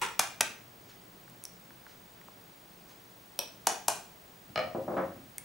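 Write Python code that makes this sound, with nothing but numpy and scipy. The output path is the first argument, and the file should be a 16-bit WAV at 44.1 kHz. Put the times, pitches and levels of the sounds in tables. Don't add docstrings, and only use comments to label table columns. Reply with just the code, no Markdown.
import sys
import numpy as np
from scipy import signal
from scipy.fft import rfft, irfft
from scipy.io import wavfile
from scipy.ndimage import uniform_filter1d

SR = 44100
rng = np.random.default_rng(int(sys.argv[2]) if len(sys.argv) > 2 else 0)


def bounce(signal):
    frames = np.transpose(np.atleast_2d(signal))
    limited = np.clip(frames, -1, 1)
    pcm = np.round(limited * 32767).astype(np.int16)
    wavfile.write(sys.argv[1], SR, pcm)


N = 240019
CLICK_SAMPLES = 4096
FREQS = np.fft.rfftfreq(CLICK_SAMPLES, 1 / SR)


def amp(db):
    return 10 ** (np.asarray(db) / 20)


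def curve(points, hz, column=1):
    table = np.array(points, float)
    return np.interp(np.log(hz + 1), np.log(table[:, 0] + 1), table[:, column])


def add(mix, start_s, sound):
    part = mix[max(round(start_s * SR), 0):][:len(sound)]
    part += sound[:len(part)]


def click(spectrum_db):
    mirrored_db = np.r_[spectrum_db, spectrum_db[-2:0:-1]]
    log_gain = np.log(amp(np.maximum(mirrored_db, -100)))
    spectrum = np.exp(np.conj(signal.hilbert(log_gain)))
    return irfft(spectrum[:len(spectrum_db)])


def ring(tones):
    t = np.arange(SR // 4) / SR
    out = np.zeros(len(t))
    for hz, width_hz, peak_db in tones:
        fade = amp(peak_db) * 2 * np.pi * width_hz / SR * np.exp(-np.pi * width_hz * t)
        bass_cut = signal.butter(4, min(0.69 * hz, SR / 4), "high", fs=SR, output="sos")
        out += signal.sosfilt(bass_cut, fade * np.sin(2 * np.pi * hz * t))
    return out


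def burst(sound, length_s, count):
    places = (np.arange(count) + rng.random(count)) / count
    sizes = rng.choice([-1., 1.], count) * rng.uniform(0.83, 1, count)
    hits = np.zeros(CLICK_SAMPLES)
    np.add.at(hits, (places * min(length_s, .04) * SR).astype(int), sizes)
    power = uniform_filter1d(abs(rfft(hits)) ** 2, int(CLICK_SAMPLES / (length_s * SR)) + 1)
    even_hits = signal.fftconvolve(hits, click(-10 * np.log10(power + 1e-9)))[:CLICK_SAMPLES]
    return signal.fftconvolve(even_hits, sound)


def treble_loss(cutoff_hz, steepness):
    return -10 * np.log10(1 + (FREQS / cutoff_hz) ** steepness)


# frequency_hz, relative_db
HUM_TONE = [(15, -27), (25, -16), (58, -8.5), (87, -14.5), (112, -10), (121, 2), (131, -7), (158, -7),
            (177, 1.5), (200, -8), (373, -8.5), (489, -11.5), (695, -11), (1330, -17), (1560, -17.5),
            (14000, -27)]
# frequency_hz, side_vs_middle_db
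HUM_SPREAD = [(100, -24), (500, -3), (2000, 0), (5000, -5), (10000, -26)]
# pitch_hz, level_db
WHINE_TONES = [(15525, -77), (15575, -73), (15625, -62), (15675, -73), (15725, -77)]

def background(hum_db=-56.5):
    hz, t = np.fft.rfftfreq(N, 1 / SR), np.arange(N) / SR
    noise = rfft(rng.standard_normal((2, N))) * amp(curve(HUM_TONE, np.minimum(hz, 12000)))
    noise[1] *= amp(curve(HUM_SPREAD, hz))
    middle, side = irfft(noise, N)
    hum = amp(hum_db) * np.array([middle + side, middle - side]) / middle.std()
    whine = sum(amp(db) * np.sqrt(2) * np.cos(2 * np.pi * pitch * t) for pitch, db in WHINE_TONES)
    return hum + whine


# frequency_hz, relative_db
CRACK_TONE = [(100, -21), (600, -17.5), (1300, -9), (1800, -6.5), (3200, -6), (4300, -7), (6000, -0.5),
              (8200, -2.5), (10500, 0.5), (13000, -2), (16000, -9)]
# pitch_hz, width_hz, relative_db
BLADE_TONES = [(1559, 16, 8), (2423, 59, 2.5), (2530, 220, -3)]
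# pitch_multiple, width_hz, relative_db
EGG_TONES = [(1, 147, -1.5), (1.15, 149, -4), (1.35, 143, -5.5), (2.2, 200, -10), (.3, 101, -19),
             (.62, 124, -11)]
# start_s, crack_db, tilt_db_per_octave, knock_db, pitch_hz, blunt_0_to_1, direct_db
KNIFE_TAPS = [(0.0144, 6, -5, 18.5, 975, 0.26, -14), (0.1932, 9, -2.5, 14, 800, 0.05, 2),
              (0.4077, 7, -4, 9, 743, 0.2, 4.5), (3.6696, 7.5, 0, 22, 810, .97, -0.4),
              (3.8818, 6.5, 1.5, 18, 770, 0.75, .3)]

def knife_taps(cupped_hand_db=3):
    direct, room = np.zeros(N), np.zeros((2, N))
    for start_s, crack_db, tilt_db, knock_db, pitch_hz, blunt, direct_db in KNIFE_TAPS:
        crack, knock = np.zeros((2, N))
        length_s = .0046 - .0014 * blunt
        tone_db = curve(CRACK_TONE, FREQS) + tilt_db * np.log2(np.maximum(FREQS, 1000) / 5000)
        tone_db += treble_loss(14240 - 3000 * blunt, steepness=11)
        add(crack, start_s, burst(click(crack_db + tone_db), length_s, count=40))
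        blade = amp(crack_db - 0.5 - 6.5 * blunt) * ring(BLADE_TONES)
        shell = ring([(6200, 1100, crack_db - 6.5 + 8 * blunt)])
        egg = ring([(multiple * pitch_hz, width, knock_db + db - 44 * blunt * np.log2(max(multiple, 1)))
                    for multiple, width, db in EGG_TONES])
        gives_way_s = start_s + length_s / 2
        add(crack, gives_way_s, blade + shell)
        add(knock, gives_way_s, egg)
        direct += amp(direct_db) * (crack + amp(cupped_hand_db) * knock)
        room += kitchen_reverb(crack + knock)
    return with_echoes(direct) + room


# delay_s, relative_db
FIRST_ECHOES = [(.0021, -22.5), (.0098, -20.5), (0.0188, -22)]

def with_echoes(sound):
    out = sound.copy()
    for delay_s, db in FIRST_ECHOES:
        add(out, delay_s, amp(db) * sound)
    return out


# frequency_hz, fade_s, level_db, side_vs_middle_db, left_vs_right_db
KITCHEN_BANDS = [(116, 0.81, -0.5, -28, -1), (388, 0.42, 4, -13, 1.3), (960, 0.36, 1, -7, 2.5),
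                 (2230, 0.44, 2, -5.5, 1), (5900, 0.38, -4, -5.5, -.4), (9000, 0.33, -3.5, -10, 0),
                 (14900, 0.25, -12, -38, 0.5)]

def kitchen_reverb(sound, gap_s=0.00037, build_s=0.0019, echoes_per_s=5000):
    t = np.arange(SR * 3 // 4) / SR
    echoes = rng.choice([-1., 1.], (2, len(t))) * (rng.random((2, len(t))) < echoes_per_s / SR)
    swell = 1 - np.exp(-np.maximum(t - gap_s, 0) / build_s)
    hz, time_s, bands = signal.stft(echoes / echoes.std() * swell, SR, nperseg=256)
    fade_s, level_db, side_db, left_db = (curve(KITCHEN_BANDS, hz, k)[:, None] for k in (1, 2, 3, 4))
    fade_rate = np.log(1000) / fade_s
    bands *= np.exp(-fade_rate * time_s) * np.sqrt(2 * fade_rate / SR) * amp(level_db)
    lean_left = np.tanh(np.log(amp(left_db)) / 2)
    bands[1] = amp(side_db) * bands[1] + lean_left * bands[0]
    tail = signal.istft(bands, SR, nperseg=256)[1]
    middle, side = signal.oaconvolve(sound[None], tail, axes=1)[:, :N]
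    return np.array([middle + side, middle - side])


def hand_bumps(start_s=.76, end_s=1.16, low_hz=220, high_hz=403, count=10):
    out = np.zeros(N)
    for k, (late, height) in enumerate(rng.random((count, 2))):
        hz = low_hz + height * (high_hz - low_hz)
        bump_s = start_s + (k + late) / count * (end_s - start_s)
        add(out, bump_s, ring([(hz, hz / 2.1, -14)]))
    return out


# frequency_hz, relative_db
RUB_TONE = [(300, -17), (1600, 0), (3200, -3.5), (4800, -1.5), (6200, -2), (8000, -12), (15000, -16)]
# start_s, length_s, level_db
FINGER_RUBS = [(0.868, 0.071, -53), (1.863, 0.078, -56.5), (2.869, 0.076, -55.5)]

def finger_rubs():
    out = np.zeros(N)
    for start_s, length_s, level_db in FINGER_RUBS:
        samples = int(length_s * SR)
        grains = rng.laplace(size=samples) * np.hanning(samples)
        add(out, start_s, amp(level_db) * signal.fftconvolve(grains, click(curve(RUB_TONE, FREQS))))
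    return out


def tick(pitch_hz, width_hz, click_db):
    out = ring([(pitch_hz, width_hz, -10 * np.log10(width_hz / 1000))])
    add(out, 0, burst(click(click_db + curve(CRACK_TONE, FREQS)), length_s=.0008, count=6))
    return out


# start_s, level_db, pitch_hz
EGG_DRIPS = [(1.2793, -19, 1590), (1.7065, -17.5, 1640), (1.8661, -13.5, 1540), (2.214, -19, 1960),
             (2.2845, -14, 1100)]

def drips(gulp_delay_s=0.00296, gulp_pitch_ratio=0.6, gulp_db=-6.5):
    out = np.zeros(N)
    for start_s, level_db, pitch_hz in EGG_DRIPS:
        for delay_s, hz, db in [(0, pitch_hz, 0), (gulp_delay_s, gulp_pitch_ratio * pitch_hz, gulp_db)]:
            add(out, start_s + delay_s, amp(level_db + db) * tick(hz, hz / 4.3, click_db=-26))
    return out


# start_s, level_db, pitch_hz, width_hz
SHELL_SNAPS = [(1.2994, -21.5, 8900, 1800), (1.439, -6.5, 9900, 3400), (1.4529, -3, 5670, 427),
               (5.3823, -0.5, 9700, 2400), (5.384, -12.5, 2150, 212)]

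def shell_snaps():
    out = np.zeros(N)
    for start_s, level_db, pitch_hz, width_hz in SHELL_SNAPS:
        add(out, start_s, amp(level_db) * tick(pitch_hz, width_hz, click_db=-13))
    return out


# pitch_hz, width_hz, peak_db
EMPTY_SHELL_TONES = [(246, 47, -1), (630, 124, 8), (840, 130, 2.5), (1740, 610, -8), (2610, 190, 6.5),
                     (3060, 300, 6), (5340, 170, 8), (5700, 150, 15), (10840, 2700, -2)]

def shell_put_down(start_s=3.3906, click_db=-1):
    out = np.zeros(N)
    add(out, start_s, burst(click(click_db + curve(CRACK_TONE, FREQS)), length_s=.001, count=10))
    add(out, start_s, ring(EMPTY_SHELL_TONES))
    return out


# frequency_hz, relative_db
WOOD_TONE = [(30, -34), (80, -12.5), (140, -5), (400, -3), (700, -6), (1200, -9), (3000, -16.5)]
# pitch_hz, width_hz, relative_db
PANEL_TONES = [(150, 32, -14), (259, 21, -1.5), (328.5, 18, -1.5), (432, 18, -7), (541, 45, 3),
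               (650, 120, -2.5), (968, 47, -3)]
# start_s, level_db, cutoff_hz, change_per_bounce_db
WOOD_KNOCKS = [(4.499, 8.5, 162, -3), (4.654, 9, 169, -20), (4.748, 15, 774, -18.5), (4.879, 14, 920, -3),
               (4.967, 14, 1700, -13), (4.981, 15.5, 1300, -14), (5.162, 8, 203, -9)]

def wood_knocks(contact_s=.012, bounce_s=.028, thump_db=13.5, thump_cutoff_hz=201):
    wood = amp(-3) * ring(PANEL_TONES)
    add(wood, 0, click(curve(WOOD_TONE, FREQS)))
    blows = [(start_s + k * bounce_s, level_db + k * change_db, cutoff_hz, contact_s)
             for start_s, level_db, cutoff_hz, change_db in WOOD_KNOCKS for k in range(3)]
    lands_s, rests_s = KNIFE_BOUNCES[0][0], KNIFE_BOUNCES[-1][0]
    blows.append((lands_s, thump_db, thump_cutoff_hz, rests_s - lands_s))
    pushes = np.zeros(N)
    for start_s, level_db, cutoff_hz, length_s in blows:
        thud = click(level_db + treble_loss(cutoff_hz, steepness=5.73))
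        add(pushes, start_s, burst(thud, length_s, count=40))
    return signal.fftconvolve(pushes, wood)[:N]


# pitch_hz, width_hz, relative_db
KNIFE_TONES = [(543, 11, -1.5), (637, 31, 5), (697, 35, 3), (1236, 81, -6.5), (1283, 130, -14.5),
               (1930, 150, -10.5), (2320, 440, -11.5), (2870, 190, -14), (4190, 110, -10), (4580, 280, -19),
               (4990, 350, -16)]
# start_s, level_db, tilt_db_per_octave
KNIFE_BOUNCES = [(4.5582, 17.5, 1), (4.5762, 17.5, 0.5), (4.5905, 18, -1), (4.6, 4, -2)]

def knife_clatter(contact_db=-24, chatter_s=.002):
    out = np.zeros(N)
    contact = click(contact_db + curve(CRACK_TONE, FREQS))
    for start_s, level_db, tilt_db in KNIFE_BOUNCES:
        body = ring([(hz, width, db + tilt_db * np.log2(hz / 600)) for hz, width, db in KNIFE_TONES])
        add(body, 0, contact)
        add(out, start_s, amp(level_db) * burst(body, chatter_s, count=5))
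    return signal.fftconvolve(out, click(treble_loss(4700, steepness=5.3)))[:N]


def scene():
    snaps, drops, empty_shell, rubs = shell_snaps(), drips(), shell_put_down(), finger_rubs()
    knife, wood = knife_clatter(), wood_knocks()
    egg = knife_taps() + with_echoes(hand_bumps() + rubs + drops + snaps + empty_shell)
    egg_room = kitchen_reverb(rubs + amp(-13) * drops + amp(-5.5) * snaps + amp(-1.5) * empty_shell)
    lean_left = amp([[0.5], [-0.5]])
    table = lean_left * (amp(-3) * knife + amp(-2) * wood)
    table_room = kitchen_reverb(amp(-2.5) * knife + amp(0.5) * wood, gap_s=0.001, build_s=0.0006)
    return egg + egg_room + table + table_room + background()


def record(dry):
    treble_cut = signal.firwin(511, 16150, window=("kaiser", 9), fs=SR)
    return signal.oaconvolve(dry, treble_cut[None], "same")


dry = scene()
out = record(dry)
bounce(out)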